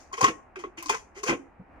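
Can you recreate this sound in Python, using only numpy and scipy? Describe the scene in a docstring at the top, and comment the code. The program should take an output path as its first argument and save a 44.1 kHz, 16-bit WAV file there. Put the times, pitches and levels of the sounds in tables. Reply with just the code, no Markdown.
"""In a brick-walled farmyard a bull drinks from a metal bowl: three sharp slurps and a softer smack of the lips.
Each slurp draws air and water past the lips: crackling noise and bubble rings make a wet squelch and fine spray.
Wavering tones make the lip squeaks, the plinking bowl and the hollow gulps; low noise makes thuds and sloshes.
Decaying noise gives the short echo off the walls, and steady coloured noise the faint outdoor murmur of air."""
import sys
import numpy as np
from scipy import signal
from scipy.fft import rfft, irfft, next_fast_len
from scipy.io import wavfile
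from scipy.ndimage import uniform_filter1d

SR = 44100
rng = np.random.default_rng(int(sys.argv[2]) if len(sys.argv) > 2 else 0)


def wav_record(signal):
    """Record a signal, one row per channel, as 16-bit PCM in the file named by sys.argv[1]."""
    frames = np.transpose(np.atleast_2d(signal))
    bounded = np.clip(frames, -1, 1)
    # unit amplitude maps onto the largest positive 16-bit level
    quanta = np.round(bounded * 32767).astype(np.int16)
    wavfile.write(sys.argv[1], SR, quanta)


N = 79380
T = np.arange(N) / SR
EVENT_T = T[:SR // 4]  # time within one short event
SIZE = next_fast_len(N + 8192)  # padded length for filtering
HZ = np.fft.rfftfreq(SIZE, 1 / SR)

# colour of the wet squelch, for both its noise and its bubbles: f/Hz, relative level/dB per Hz
SQUELCH_COLOUR = [(200, -20), (600, -5), (900, 1), (1550, 2), (2650, 2.5), (3250, -8), (4200, -19),
                  (16000, -65)]


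def sucks():
    """Air and water rush past the lips: a wet squelch that makes the bowl sing, a fine spray and tiny ticks."""
    # bursts of suction: t/s, rise/s, time to fade 20 dB/s, squelch level before trim/dB, spray level before trim/dB
    suction = [(-.01, .01, .1, -64, -54), (.126, .005, .025, -51, -41), (.136, .005, .025, -41, -48),
               (.166, .022, .045, -44, -43), (.208, .005, .02, -32, -26), (.226, .003, .03, -30, -32),
               (.239, .005, .015, -22, -22), (.263, .003, .025, -31, -43), (.276, .008, .03, -30, -38),
               (.557, .003, .03, -41, -51), (.585, .016, .06, -51, -52), (.637, .003, .026, -42, -64),
               (.77, .016, .06, -45, -46), (.825, .002, .05, -50, -46), (.857, .004, .03, -53, -39),
               (.883, .004, .03, -44, -42), (.893, .005, .028, -28, -25), (.918, .012, .04, -36, -44),
               (.943, .005, .016, -35, -39), (.96, .012, .08, -59, -51), (1.145, .048, .04, -50, -50),
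               (1.23, .008, .024, -40, -32), (1.255, .02, .04, -38, -38), (1.274, .012, .03, -33, -35),
               (1.292, .005, .035, -27, -39), (1.318, .008, .028, -36, -54)]
    # tiny bubbles bursting: t/s, relative level/dB
    tick_times = [(.21, -43), (.826, -37), (.859, -55), (.896, -39), (1.232, -47)]
    # colour of the fine spray: f/Hz, relative level/dB per Hz
    spray_colour = [(1000, -35), (3200, -18), (4300, -6), (5200, -1.5), (6700, 1), (7700, -11),
                    (10000, -17.5), (16000, -35)]
    # colour of the ticks: f/Hz, relative level/dB per Hz
    tick_colour = [(1000, -30), (12000, 0), (16000, -8)]
    squelch_trim_db, spray_trim_db = 4, -.5
    bubble_share = .6  # share of the squelch power
    bowl_hz, bowl_width_hz, bowl_db = 1071, 32, 3  # bowl resonance, added to the direct squelch
    tick_rise_s, tick_fade_s = .0005, .008

    froth = np.sqrt(1 - bubble_share) * crackle(SQUELCH_COLOUR) + np.sqrt(bubble_share) * bubbles()
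    squelch_envelope = bursts((s, rise, fade, db) for s, rise, fade, db, _ in suction)
    squelch = steady(froth, size=400) * squelch_envelope
    spray_envelope = bursts((s, rise, fade, db) for s, rise, fade, _, db in suction)
    spray = steady(crackle(spray_colour), size=400) * spray_envelope

    bowl_resonance = amp(bowl_db) / (1 + 2j * (HZ - bowl_hz) / bowl_width_hz)
    squelch = shape(squelch, 1 + bowl_resonance)

    hiss = unit(shape(rng.standard_normal(N), amp(read(tick_colour, HZ))))
    ticks = hiss * bursts((s, tick_rise_s, tick_fade_s, db) for s, db in tick_times)
    return amp(squelch_trim_db) * squelch + amp(spray_trim_db) * spray + ticks


def bubbles(count=48):
    """A swarm of small bubbles, each a brief ring that rises in pitch."""
    # lowest and highest starting pitch of the bubbles: f/Hz
    pitch_range = (800, 3300)
    bubbles_per_s = 900  # mean, over all pitches together
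    cycles = 9  # a bubble dies to 1/e in this many cycles of its starting pitch
    pitch_rise = .04  # share by which its pitch climbs meanwhile
    out = np.zeros(N)
    for hz in np.geomspace(*pitch_range, count):
        age = EVENT_T * hz / cycles
        turns = np.cumsum(hz * (1 + pitch_rise * age)) / SR
        ring = np.exp(-age) * np.sin(2 * np.pi * turns)
        born = rng.random(N) < bubbles_per_s / count / SR
        births = born * rng.standard_normal(N)
        out += hz * amp(read(SQUELCH_COLOUR, hz)) * signal.oaconvolve(births, ring)[:N]
    return steady(unit(out)[None], size=900)


def squeaks():
    """Narrow gaps between wet lips whistle roughly: brief tones of unsteady pitch."""
    # squeaks of wet lips: t/s, relative level/dB, f/Hz
    whistles = [(.134, -46, 1970), (.24, -31, 1900), (.242, -31, 2600), (.558, -45, 2560),
                (.777, -41, 2830), (.796, -46, 2520), (.894, -28, 2440), (1.281, -35, 2550)]
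    rise_s, fade_s, waver = .005, .026, .035  # fade is per 20 dB; waver is the rms share of the pitch
    out = np.zeros(N)
    for s, db, hz in whistles:
        turns = np.cumsum(hz * (1 + waver * wander(size=40))) / SR
        tone = np.sin(2 * np.pi * turns)
        add(out, s, np.sqrt(2) * amp(db) * swell(rise_s, fade_s) * tone)
    return out


def plinks():
    """Each pop rings the modes of the bowl for a moment; the moving water makes its pitch waver."""
    # pops that ring the bowl: t/s, relative level/dB, f/Hz
    pops = [(.114, -45, 1050), (.129, -31, 1080), (.177, -31, 1070), (.206, -29, 770), (.2114, -18, 1060),
            (.232, -19, 1090), (.243, -12, 1072), (.638, -33, 1090), (.823, -39, 1040), (.858, -35, 1060),
            (.894, -22, 1045), (.897, -26, 900), (.948, -36, 1020), (1.234, -31, 1070), (1.282, -28, 1075),
            (1.304, -29, 1050)]
    # modes of the bowl: ratio to the pitch, relative level/dB
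    modes = [(1, 0), (1.145, -21), (2.36, -23)]
    rise_s, fade_s, waver = .004, .026, .018  # fade is per 20 dB; waver is the rms share of the pitch
    pan_db = 1.5  # up on the left, down on the right
    out = np.zeros(N)
    for s, db, hz in pops:
        turns = np.cumsum(hz * (1 + waver * wander(size=60))) / SR
        ring = sum(amp(mode_db) * np.sin(2 * np.pi * ratio * turns) for ratio, mode_db in modes)
        add(out, s, np.sqrt(2) * amp(db) * swell(rise_s, fade_s) * ring)
    return out * amp([[pan_db], [-pan_db]])


def gulps():
    """Hollow, wavering tones of air pockets that glide as they shrink or swell."""
    # air pockets in the mouth: t/s, time to fade 20 dB/s, relative level/dB, starting f/Hz, glide/Hz per s
    pockets = [(.13, .022, -44, 390, 300), (.178, .06, -38, 455, 900), (.208, .018, -31, 480, 600),
               (.226, .03, -35, 122, 0), (.248, .03, -32, 420, -900), (.282, .055, -33, 340, -600),
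               (.293, .028, -35, 475, 200), (.564, .07, -38, 365, -300), (.637, .016, -35, 385, 600),
               (.664, .025, -42, 360, 100), (.776, .07, -43, 338, -200), (.853, .05, -45, 325, -500),
               (.898, .024, -29.5, 380, 2200), (.932, .028, -36, 460, -400), (1.163, .09, -44, 380, 700),
               (1.231, .02, -33, 365, 3500), (1.259, .05, -34, 480, 500), (1.29, .055, -24.5, 335, 200),
               (1.312, .045, -29, 255, 200), (1.39, .08, -45, 275, -100), (1.593, .03, -42, 180, 100)]
    rise_s, waver = .012, .07  # waver is the rms share of the starting pitch
    out = np.zeros(N)
    for s, fade, db, hz, glide in pockets:
        pitch = hz * (1 + waver * wander(size=100)) + glide * EVENT_T
        tone = np.sin(2 * np.pi * np.cumsum(pitch) / SR)
        add(out, s, np.sqrt(2) * amp(db) * swell(rise_s, fade) * tone)
    return out


def sloshes():
    """Water drops back into the bowl with a thud and churns: two low bands of crackling noise."""
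    # water falling back: t/s, rise/s, time to fade 20 dB/s, relative thud level/dB, relative churn level/dB
    falls = [(.222, .018, .04, -31, -30), (.275, .016, .045, -45, -35), (.636, .008, .03, -52, -40),
             (.89, .008, .05, -49, -41), (1.286, .008, .045, -29, -30.5), (1.315, .018, .042, -50, -29.5),
             (1.597, .005, .035, -45, -53)]
    # colour of the low thud: f/Hz, relative level/dB per Hz
    thud_colour = [(20, -30), (52, -5), (80, -15), (120, 0), (260, 0), (700, -35), (2000, -70)]
    # colour of the churning: f/Hz, relative level/dB per Hz
    churn_colour = [(100, -35), (250, -2), (490, 0), (600, -11), (800, -14), (4000, -60)]
    thud_envelope = bursts((s, rise, fade, db) for s, rise, fade, db, _ in falls)
    thud = steady(crackle(thud_colour), size=900) * thud_envelope
    churn_envelope = bursts((s, rise, fade, db) for s, rise, fade, _, db in falls)
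    churn = steady(crackle(churn_colour), size=600) * churn_envelope
    return thud + churn


def crackle(colour):
    """A dense run of bursting bubbles of uneven size, in one colour, more scattered in the treble."""
    grain_db, grain_s = 4.5, .0012  # rms unevenness before limiting, and length, of the bursts
    spread, spread_hz = .45, 450  # greatest power share that differs between the ears; half of it at this pitch
    unevenness = unit(uniform_filter1d(rng.standard_normal(N), max(2, int(grain_s * SR))))
    sizes = amp(grain_db * np.clip(unevenness, -2, 2))
    apart = np.clip(spread, 0, 1) * HZ ** 2 / (HZ ** 2 + spread_hz ** 2)
    gain = amp(read(colour, HZ))
    shared = rng.standard_normal(N) * sizes
    own = rng.standard_normal((2, N)) * sizes
    return unit(shape(shared, gain * np.sqrt(1 - apart)) + shape(own, gain * np.sqrt(apart)))


def near(x):
    """Quick reflections from bowl and trough: sparse, dying taps, different at each ear."""
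    level_db, t60_s, taps_per_s = -4, .09, 1500  # level is relative to the direct sound
    t = T[:SR // 10]
    strengths = rng.standard_normal((2, len(t)))
    present = rng.random((2, len(t))) < taps_per_s / SR
    taps = strengths * present * amp(-60 * t / t60_s)
    taps /= np.linalg.norm(taps, axis=1, keepdims=True)
    reflected = signal.fftconvolve(x, taps, axes=1)[:, :N]
    return (x + amp(level_db) * reflected) / np.sqrt(1 + amp(level_db) ** 2)


def yard(x):
    """The echo of the brick walls: a noise tail, each band dying at its own speed."""
    # echo of the walls: f/Hz, relative level/dB, time to die by 60 dB/s
    walls = np.array([(100, -25, .3), (300, -14, .5), (1000, -17, .35), (2500, -19, .28), (4000, -20, .22),
                      (6000, -11, .25), (9000, -10, .3), (15000, -17, .22)])
    hz, t, bands = signal.stft(rng.standard_normal((2, SR)), SR, nperseg=256)
    t60 = read(walls[:, [0, 2]], hz)[:, None]
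    decay = amp(read(walls[:, :2], hz)[:, None] - 60 * t / t60)
    gain = decay * np.sqrt(2 * np.log(1000) / (t60 * SR))  # equal energy for long and short tails
    tail = signal.istft(bands * gain, SR, nperseg=256)[1][:, :SR]
    tail = tail * np.minimum(T[:SR] / .012, 1)  # 12 ms fade-in
    return signal.fftconvolve(x, tail, axes=1)[:, :N]


def air():
    """The dull background of the open yard: coloured noise, partly alike at both ears."""
    # colour of the air: f/Hz, relative level/dB per Hz
    air_colour = [(20, -15), (48, -1), (150, -16), (280, -10), (420, -17), (750, -10), (1100, -16),
                  (1900, -21.5), (2600, -28), (3400, -48), (15000, -66)]
    # loudness of the air over time: t/s, level/dB
    air_level = [(0, -54), (.08, -56), (1.66, -57), (1.74, -52)]
    # likeness of left and right: f/Hz, correlation
    likeness = [(50, .9), (1000, .5), (4000, .3)]
    a, b = rng.standard_normal((2, N))
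    same = np.clip(read(likeness, HZ), -1, 1)
    gain = amp(read(air_colour, HZ))
    left = shape(a, gain)
    right = shape(a, gain * same) + shape(b, gain * np.sqrt(1 - same ** 2))
    return unit(np.array([left, right])) * amp(np.interp(T, *np.transpose(air_level)))


def amp(db):
    """Decibels to gain."""
    return 10 ** (np.asarray(db) / 20)


def unit(x):
    """Scales to rms 1."""
    return x / np.sqrt(np.mean(x ** 2) + 1e-20)


def read(points, hz):
    """Reads a table on a log-frequency axis."""
    f, value = np.transpose(points)
    return np.interp(np.log(hz + 1), np.log(f + 1), value)


def shape(x, gain):
    """Filters by a gain for each frequency."""
    return irfft(rfft(x, SIZE) * gain, SIZE)[..., :N]


def steady(x, size):
    """Evens out the level over size samples, jointly for all channels."""
    return x / np.sqrt(uniform_filter1d(np.mean(x ** 2, axis=0), size) + 1e-9)


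def swell(rise, fade):
    """Rises smoothly, then dies by 20 dB in each fade time."""
    attack = np.sin(np.pi / 2 * np.minimum(EVENT_T / rise, 1))
    return attack * amp(-20 * np.maximum(EVENT_T - rise, 0) / fade)


def bursts(rows):
    """The joint envelope of rows: t/s, rise/s, fade/s, level/dB."""
    out = np.zeros(N)
    for s, rise, fade, db in rows:
        add(out, s, amp(db) * swell(rise, fade))
    return out


def wander(size):
    """Random drift of rms 1 for the length of one event, smoothed over size samples."""
    return unit(uniform_filter1d(rng.standard_normal(len(EVENT_T)), size))


def add(mix, s, sound):
    """Mixes a sound in at time s, cutting what falls outside."""
    at = round(s * SR)
    sound = sound[max(-at, 0):]
    part = mix[max(at, 0):][:len(sound)]
    part += sound[:len(part)]


def scene():
    """The drinking reaches the right microphone first; the yard answers over the murmur of air."""
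    # balance of the drinking between the ears: f/Hz, left minus right/dB
    balance = [(200, .5), (650, -3.5), (1100, 1), (3000, 0), (5500, 11.5), (7000, 5.5), (9000, -2.5),
               (15000, -7)]
    left_lag_s = .00023
    mouth = near(sucks() + squeaks()) + plinks() + gulps() + sloshes()
    side = amp(np.array([[.5], [-.5]]) * read(balance, HZ))
    side_gain = side / np.sqrt(np.mean(side ** 2, axis=0))  # keeps the mean power of the pair
    lag = np.exp(-2j * np.pi * HZ * np.array([[left_lag_s], [0]]))
    mouth = shape(mouth, side_gain * lag)
    return mouth + yard(mouth) + air()


def record(dry):
    """The recorder's band limit: a steep low-pass filter."""
    lowpass = signal.firwin(511, 16000, window=("kaiser", 9), fs=SR)  # cutoff in Hz
    return signal.oaconvolve(dry, lowpass[None], "same")


dry = scene()
out = record(dry)
wav_record(out)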